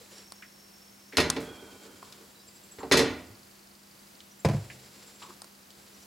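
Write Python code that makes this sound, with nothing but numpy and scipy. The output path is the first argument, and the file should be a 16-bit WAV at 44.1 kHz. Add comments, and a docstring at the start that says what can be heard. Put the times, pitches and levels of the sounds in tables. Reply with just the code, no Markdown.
"""A quiet room with a terrarium, heard from a camera. An appliance hums throughout; from the start a far
bird trills and twitters, lens gears whirr and small things click. At 1.1 s a door is unlatched: the leaf
thuds, the latch chatters, then the door swings with a faint squeal and rocks on its hinges. At 2.9 s it
rattles shut, and the focus motor ticks. At 4.4 s something bounces on a near panel, ringing its modes.
Bird, lens and clicks go on to the end."""
import sys
import numpy as np
from scipy import signal
from scipy.fft import rfft, irfft
from scipy.io import wavfile

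SR = 44100
rng = np.random.default_rng(int(sys.argv[2]) if len(sys.argv) > 2 else 0)


def bounce(signal):
    """Save signal as a 16-bit WAV file at the path given by the first command-line argument."""
    frames = np.transpose(np.atleast_2d(signal))
    limited = np.clip(frames, -1, 1)
    pcm = np.round(limited * 32767).astype(np.int16)
    wavfile.write(sys.argv[1], SR, pcm)


N = 267246
T = np.arange(N) / SR
RING = np.arange(40000) / SR  # time axis of one event [s]

# door wood spectrum: (frequency [Hz], density [dB])
WOOD_SPECTRUM = [(25, -42), (50, -23), (80, -4), (170, -11), (280, 0.5), (450, -2), (650, -10.5),
                 (1000, -10), (1500, -17), (4000, -69)]


def undb(db):
    """Decibels to gain."""
    return 10 ** (np.asarray(db) / 20)


def unit(x):
    """Scale to rms 1."""
    return x / np.sqrt(np.mean(x ** 2))


def pan(left_db):
    """Stereo gains: left_db on the left, its negative on the right."""
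    return undb([[left_db], [-left_db]])


def fade(t60_s):
    """Free decay, 60 dB in t60_s."""
    return np.exp(-np.log(1000) * RING / t60_s)


def gate(start_s, end_s, ramp_s):
    """On from start to end, with linear edges."""
    return np.clip(np.minimum(T - start_s, end_s - T) / ramp_s + .5, 0, 1)


def add(out, time_s, x):
    """Mix an event in at time_s."""
    i = int(time_s * SR)
    out[:, i:i + len(RING)] += x[..., :N - i]


def along(points, hz):
    """Interpolate (Hz, value) points over log frequency."""
    f, value = np.transpose(points)
    return np.interp(np.log(hz), np.log(f), value)


def freqs(t):
    """Frequency axis [Hz] for time axis t."""
    return np.maximum(np.fft.rfftfreq(len(t), 1 / SR), 1)


def resonance(f, hz, width_hz):
    """Gain of one resonance."""
    return 1 / np.sqrt(1 + ((f / hz - hz / f) * hz / width_hz) ** 2)


def ripple(f, depth_db, spacing_hz):
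    """Dense peaks and dips in a body's response."""
    knots = np.arange(0, SR / 2, spacing_hz)
    return unit(undb(depth_db * np.interp(f, knots, rng.standard_normal(len(knots)))))


def walk(rate_hz):
    """Random drift, spread near 1."""
    knots = rng.standard_normal(int(T[-1] * rate_hz) + 2)
    return np.interp(T * rate_hz, np.arange(len(knots)), knots)


def noise(t, gain, width=None):
    """Coloured noise at two close microphones, nearly alike in the bass."""
    # default stereo width: (frequency [Hz], side re mid [dB])
    default_width = [(100, -22), (500, -16), (1000, -13), (2000, -11), (5000, -11), (9000, -14),
                     (13000, -28)]
    mid, side = rfft(rng.standard_normal((2, len(t)))) * gain
    side = side * undb(along(width or default_width, freqs(t)))
    return unit(irfft(np.array([mid + side, mid - side]), len(t)))


def burst(gain, t60_s):
    """Dense cluster of short-lived modes, equal energy at every blow."""
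    return unit(noise(RING, gain) * fade(t60_s)) * np.sqrt(np.mean(fade(t60_s) ** 2))


def ring(modes, detune=0):
    """Struck modes with optional pitch scatter; neighbours swing in opposite senses."""
    out = np.zeros(len(RING))
    for k, (hz, db, t60_s) in enumerate(modes):
        pitch_hz = hz * (1 + detune * rng.standard_normal())
        out += (-1) ** k * undb(db) * np.sin(2 * np.pi * pitch_hz * RING) * fade(t60_s)
    return out


def whistle(hz, waver, flutter):
    """Tone with unsteady pitch (waver) and strength (flutter)."""
    phase = 2 * np.pi * np.cumsum(hz * (1 + waver * walk(500))) / SR
    return np.sin(phase) * unit(1 + flutter * walk(110))


def room(gain, build_s=0.0025):
    """Diffuse tail of a blow; the treble dies first."""
    # reverberation: (frequency [Hz], t60 [s])
    decay_times = [(80, 0.8), (300, 0.64), (1500, 0.58), (5000, 0.38), (11000, 0.22)]
    spectrum, f = rfft(noise(RING, gain)), freqs(RING)
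    hz, t60s = np.transpose(decay_times)
    bands = [np.interp(np.log(f), np.log(hz), share) for share in np.eye(len(hz))]
    tail = sum(irfft(spectrum * band) * fade(t60_s) for band, t60_s in zip(bands, t60s))
    return tail * (1 - np.exp(-RING / build_s))


def background(air_db=-53):
    """Steady appliance hum over room air and hiss."""
    # hum tones: (frequency [Hz], level [dB])
    hum_tones = [(199.3, -60), (347, -68.5)]
    # air and hiss: (frequency [Hz], density [dB])
    air_spectrum = [(25, 3), (60, -13), (120, -13), (200, -11.5), (290, -13), (400, -15.5), (700, -18),
                    (1600, -20), (3500, -22), (4600, -19.5), (6400, -22), (7500, -22.5), (15500, -26)]
    # hiss stereo width, wide in the mids, nearly mono at the top: (frequency [Hz], side re mid [dB])
    hiss_width = [(60, -24), (110, -14), (200, -10.5), (380, -2), (700, 2), (1290, 1), (2380, -2.5),
                  (4400, -7.5), (8120, -7.5), (15000, -37)]
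    hum = sum(undb(db) * np.sin(2 * np.pi * hz * T) for hz, db in hum_tones)
    air = noise(T, undb(along(air_spectrum, freqs(T))), hiss_width)
    return hum + air * undb(air_db + 0.63 * walk(5.76))


def trill(rate_hz=50, accent_db=5, sharp_hz=126, settle_s=0.15):
    """Fast bird rolls of sliding swells; each roll starts loud and sharp, then settles."""
    # rolls: (start [s], end [s], pitch [Hz], level [dB])
    rolls = [(0, .16, 3880, -72), (.15, 1.25, 5450, -60.5), (2.35, 2.43, 3850, -64),
             (2.418, 2.476, 5350, -64)]
    out = np.zeros(N)
    beat = 2 * np.pi * np.cumsum(rate_hz * (1 + .01 * walk(10))) / SR
    swell = 1 + np.cos(beat)
    for start_s, end_s, hz, db in rolls:
        accent = np.exp(-np.maximum(T - start_s, 0) / settle_s)
        slide = 1 + .008 * np.sin(beat) + .006 * walk(14)
        tone = whistle((hz + sharp_hz * accent) * slide, waver=.005, flutter=.25)
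        out += undb(db + accent_db * accent) * swell * tone * gate(start_s, end_s, ramp_s=.03)
    return out


def bird(note_s=0.03, period_s=.0805, glide_hz_per_s=9000, scatter_db=2, echo_db=-6, gain_db=-2):
    """Far bird: trills and evenly repeated gliding whistles, blurred by the room."""
    # phrases: (start [s], end [s], pitch [Hz], level [dB])
    phrases = [(.283, 1.12, 6360, -56), (2.408, 2.61, 4850, -53), (2.614, 2.9, 4680, -63),
               (2.481, 2.84, 7590, -49), (4.32, 4.36, 5680, -50), (4.403, 4.44, 7400, -48),
               (5.077, 5.27, 7600, -50), (5.948, 6.06, 5790, -55)]
    out = np.zeros((2, N)) + trill()
    swell = np.sin(np.pi * np.minimum(RING / note_s, 1)) ** 2
    echo = noise(RING, 1) * fade(t60_s=0.27)
    echo = undb(echo_db) * echo / np.linalg.norm(echo[0])
    for start_s, end_s, hz, db in phrases:
        for time_s in np.arange(start_s, end_s, period_s):
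            sharp, glide, force = rng.standard_normal(3)
            pitch_hz = hz * (1 + .014 * sharp) + glide_hz_per_s * glide * (RING - note_s / 2)
            shiver = 1 + .007 * walk(400)[:len(RING)]
            tone = np.sin(2 * np.pi * np.cumsum(shiver * pitch_hz) / SR)
            add(out, time_s - note_s / 2, undb(db + scatter_db * force) * swell * tone)
    return undb(gain_db) * (out + signal.fftconvolve(out, echo, axes=1)[:, :N])


def lens(step_rate_hz=25, offbeat_db=-3):
    """Zoom gears whirr; the focus motor steps with alternate strong and weak ticks."""
    # zoom motor runs: (start [s], end [s], level [dB])
    zoom_runs = [(0, 0.24, -54), (1.3, 2.29, -59), (2.31, 3.313, -64), (4.48, 5.36, -56.5),
                 (5.75, 6.08, -59.5)]
    # gear whirr: (frequency [Hz], density [dB])
    gear_spectrum = [(300, 3), (450, 8), (800, -2.5), (1500, -1.5), (2500, -2), (3300, -2), (4700, 1.5),
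                     (5500, -0.5), (6500, -6), (7500, 4), (8800, -17), (10500, -3.5), (13000, -36)]
    # focus motor runs: (start [s], end [s], tick level [dB])
    focus_runs = [(3.272, 4.2, -52), (5.471, 5.76, -53.5)]
    drive = sum(undb(db) * gate(start_s, end_s, ramp_s=0.087) for start_s, end_s, db in zoom_runs)
    out = noise(T, undb(along(gear_spectrum, freqs(T)))) * drive * undb(3.2 * walk(60))
    f = freqs(RING)
    barrel = resonance(f, 4680, 900) ** 2 + undb(-6) * resonance(f, 7300, 650) ** 2
    for start_s, end_s, db in focus_runs:
        for k, time_s in enumerate(np.arange(start_s, end_s, 1 / step_rate_hz)):
            add(out, time_s, undb(db + offbeat_db * (k % 2)) * burst(barrel, t60_s=0.029))
    return out


def clicks(case_db=-17, snap_room_db=-32, tap_room_db=-19):
    """Dry snaps ring the camera's case; small resonant taps sound further off."""
    # snaps beside the microphone: (time [s], level [dB])
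    snaps = [(0.3212, -34), (1.301, -12), (2.029, -46), (2.1237, -49), (5.4188, -33.5), (5.444, -40.5)]
    # plastic snap: (frequency [Hz], density [dB])
    snap_spectrum = [(100, -26), (600, -1), (1050, -3), (1600, -10.5), (3000, -14.5), (4700, -0.5),
                     (6200, -9), (8000, -5.5), (10000, -3), (12000, -22), (16000, -35)]
    # taps about the room: (time [s], level [dB], ring [Hz], t60 [s])
    taps = [(0.011, -51.5, 485, 0.13), (0.423, -42.5, 1850, 0.11), (1.1246, -45, 1940, 0.32),
            (1.364, -38, 3300, .07), (1.404, -49.5, 7140, 0.32), (2.0276, -37.5, 1000, 0.033),
            (2.124, -42.5, 4100, 0.041), (2.805, -41.5, 1060, 0.13), (2.8302, -39, 780, 0.16),
            (3.3, -48, 104.3, 0.24), (4.2044, -41.5, 3500, 0.024), (4.7004, -41, 2070, 0.11),
            (5.219, -44, 1040, 0.26), (5.223, -46.5, 3150, .14), (5.28, -49.5, 346, 0.22),
            (5.3048, -45, 1090, 0.092), (5.705, -43.5, 4150, 0.014)]
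    out, f = np.zeros((2, N)), freqs(RING)
    plastic = undb(along(snap_spectrum, f))
    case = resonance(f, hz=1050, width_hz=500) ** 2
    for time_s, db in snaps:
        snap = burst(plastic, t60_s=.017) + undb(case_db) * burst(case, t60_s=0.052)
        add(out, time_s, undb(db) * (snap + undb(snap_room_db) * room(plastic)))
    for time_s, db, hz, t60_s in taps:
        colour = resonance(f, hz, width_hz=290 * (hz / 1000) ** 1.8) ** 2  # higher rings: more damped
        add(out, time_s, undb(db) * (burst(colour, t60_s) + undb(tap_room_db) * room(colour)))
    return out


def panel(room_db=-20, rattle_db=-3, softening_db_per_doubling=-9.0):
    """A thing bounces on the near panel; longer contacts reach only low modes and rattle less."""
    # bounces: (time [s], push [dB], contact [ms])
    bumps = [(4.4482, -25, 0.44), (4.452, -19, 0.87), (4.4558, -11.5, 3), (4.4872, -22.5, 1.07),
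             (4.4959, -17, 2.27), (4.512, -36, 0.58), (4.536, -24.5, 1.84), (4.5443, -13.5, 4.3),
             (4.5665, -26.5, 2.5)]
    # panel modes: (frequency [Hz], level [dB], t60 [s])
    panel_modes = [(105.4, -12, 0.33), (152, 1, 0.11), (129.6, -22, 0.88), (196, -9, 0.088),
                   (341, -13, 0.14), (453, -9, 0.077), (526, -13, 0.35), (640, 0, 0.1), (884, -8, 0.069),
                   (1010, -13, 0.27)]
    # panel rattle: (frequency [Hz], density [dB])
    rattle_spectrum = [(30, -18), (70, 7.5), (200, -0.5), (350, -0.5), (650, 0), (1000, -8), (1400, -12),
                       (2300, -12.5), (3300, -23), (4900, -20), (8000, -26.5), (15000, -44)]
    out, body = np.zeros((2, N)), ring(panel_modes)
    colour = undb(along(rattle_spectrum, freqs(RING)))
    for time_s, push_db, contact_ms in bumps:
        push = np.sin(np.pi * np.minimum(RING * 1000 / contact_ms, 1))
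        thump = signal.fftconvolve(body, push / push.sum())[:len(RING)]
        rattle = burst(colour, t60_s=0.072) + undb(room_db) * room(colour)
        hardness = undb(rattle_db + softening_db_per_doubling * np.log2(contact_ms))
        add(out, time_s, undb(push_db) * (thump + hardness * rattle))
    return out


def swing(start_s=1.35, rise_s=0.15, squeal_db=-53, squeal_db_per_s=-28, rub_db=-50, rub_db_per_s=-22.5):
    """The door gathers speed, then slows; its rub and sinking squeal fade with it."""
    # squeal partials: (ratio to base pitch [1], level [dB])
    partials = [(0.98, 0), (.72, -6), (0.455, -1)]
    age_s = np.maximum(T - start_s, 0)
    base_hz = 3220 + 300 * np.exp(-age_s / 0.17)
    squeal = sum(undb(db) * whistle(ratio * base_hz, waver=.026 / ratio, flutter=.35)
                 for ratio, db in partials)
    rub = noise(T, undb(along(WOOD_SPECTRUM, freqs(T)))) * undb(2 * walk(25.1))
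    slowing_s = np.maximum(age_s - rise_s, 0)
    squeal *= undb(squeal_db + squeal_db_per_s * slowing_s)
    rub *= undb(rub_db + rub_db_per_s * slowing_s)
    return (squeal + rub) * np.minimum(age_s / rise_s, 1)


def rocking(count=4, start_s=1.475, gap_s=.148, gap_growth=1.55, first_db=-44, step_db=-3, latch_db=-11):
    """Blow rows for the freed door rocking on its hinges: ever weaker, ever further apart."""
    k = np.arange(count)
    times_s = start_s + np.append(0, np.cumsum(gap_s * gap_growth ** k[:-1]))
    return [(time_s, db, db + latch_db, 0) for time_s, db in zip(times_s, first_db + step_db * k)]


def door(modes_db=-1, thud_db=-5, thud_room_db=-10, plate_db=-7, clack_room_db=-8, boom_build_s=0.055):
    """Each blow rings the leaf and makes the latch chatter; the room answers, its bass arriving late."""
    # unlatching and shutting: (time [s], leaf [dB], latch [dB], clack tilt [dB/octave])
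    blows = [(1.132, -45, -50, 1), (1.1703, -28.5, -19.5, 3.2), (1.182, -22, -18, -4), (1.201, -33, -23, 3),
             (1.25, -31, -42, -13), (1.364, -36.5, -34, -3), (1.371, -31.5, -46, -7),
             (2.785, -44.5, -43, -5), (2.830, -36, -47, -3.5), (2.9133, -21.5, -17, -2),
             (2.921, -23.5, -14.5, 2.5), (2.940, -23, -18, -4), (2.971, -27.5, -18.5, 6),
             (2.990, -23.5, -22, 1.5), (2.999, -21, -40, 1)]
    # leaf modes: (frequency [Hz], level [dB], t60 [s])
    leaf_modes = [(252.8, -10, 0.69), (284.5, -2, 0.28), (344, -23, 0.42), (377.2, -1.5, 0.27),
                  (451.2, 1.5, 0.24), (559, -9, 0.19), (600.7, -13.5, 0.6), (861, -5, 0.067)]
    # latch plate modes: (frequency [Hz], level [dB], t60 [s])
    plate_modes = [(1563, -10.5, 0.29), (1720, -11.5, 0.33), (1893, -8, 0.27), (2160, -61, 0.31),
                   (2815, -17, 0.11), (3820, -7.5, 0.084), (3970, -10, 0.15), (4336, -5.5, 0.17),
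                   (5260, -19, 0.31)]
    # latch clack: (frequency [Hz], density [dB])
    clack_spectrum = [(150, -9.5), (500, -8.5), (900, 2), (1300, -5), (1900, 5), (2700, 1.5), (4200, 1.5),
                      (5800, -3), (7500, -12.5), (10300, -13), (12500, -23.5), (16000, -41)]
    # standing waves of the room: (frequency [Hz], level [dB], t60 [s])
    room_modes = [(74.2, -7, 0.3), (100.6, -21, 0.19), (125.2, -8.5, 0.23), (159.5, -6, 0.36)]
    out, f = np.zeros((2, N)), freqs(RING)
    wood = undb(along(WOOD_SPECTRUM, f))
    grain = ripple(f, depth_db=5, spacing_hz=30)
    boom = ring(room_modes) * (1 - np.exp(-RING / boom_build_s))
    for time_s, leaf_db, latch_db, tilt_db_per_oct in blows + rocking():
        metal = grain * undb(along(clack_spectrum, f) + tilt_db_per_oct * np.log2(f / 3000))
        chatter = unit(undb(3 * walk(793)[:len(RING)]))
        leaf = undb(modes_db) * ring(leaf_modes, detune=0.0029)
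        leaf = leaf + undb(thud_db) * burst(wood, t60_s=0.19) + undb(thud_room_db) * room(wood)
        plate = undb(plate_db) * ring(plate_modes, detune=0.0039)
        latch = plate + chatter * burst(metal, t60_s=0.098) + undb(clack_room_db) * room(metal)
        add(out, time_s, undb(leaf_db) * (leaf + boom) + undb(latch_db) * latch * pan(left_db=0.76))
    return out


def scene():
    """All sources; door and panel lie slightly right."""
    knocks = (door() + swing()) * pan(left_db=-1.0) + panel() * pan(left_db=-0.14)
    return knocks + clicks() + lens() + bird() + background()


def record(dry, low_hz=62, top_hz=16000):
    """The camera sheds deep bass, rounds the loudest peaks and cuts the top."""
    thin = signal.sosfilt(signal.butter(4, low_hz, "high", fs=SR, output="sos"), dry)
    rounded = np.tanh(1.467 * thin) / 1.566
    return signal.sosfilt(signal.ellip(10, .2, 70, top_hz, fs=SR, output="sos"), rounded)


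dry = scene()
out = record(dry)
bounce(out)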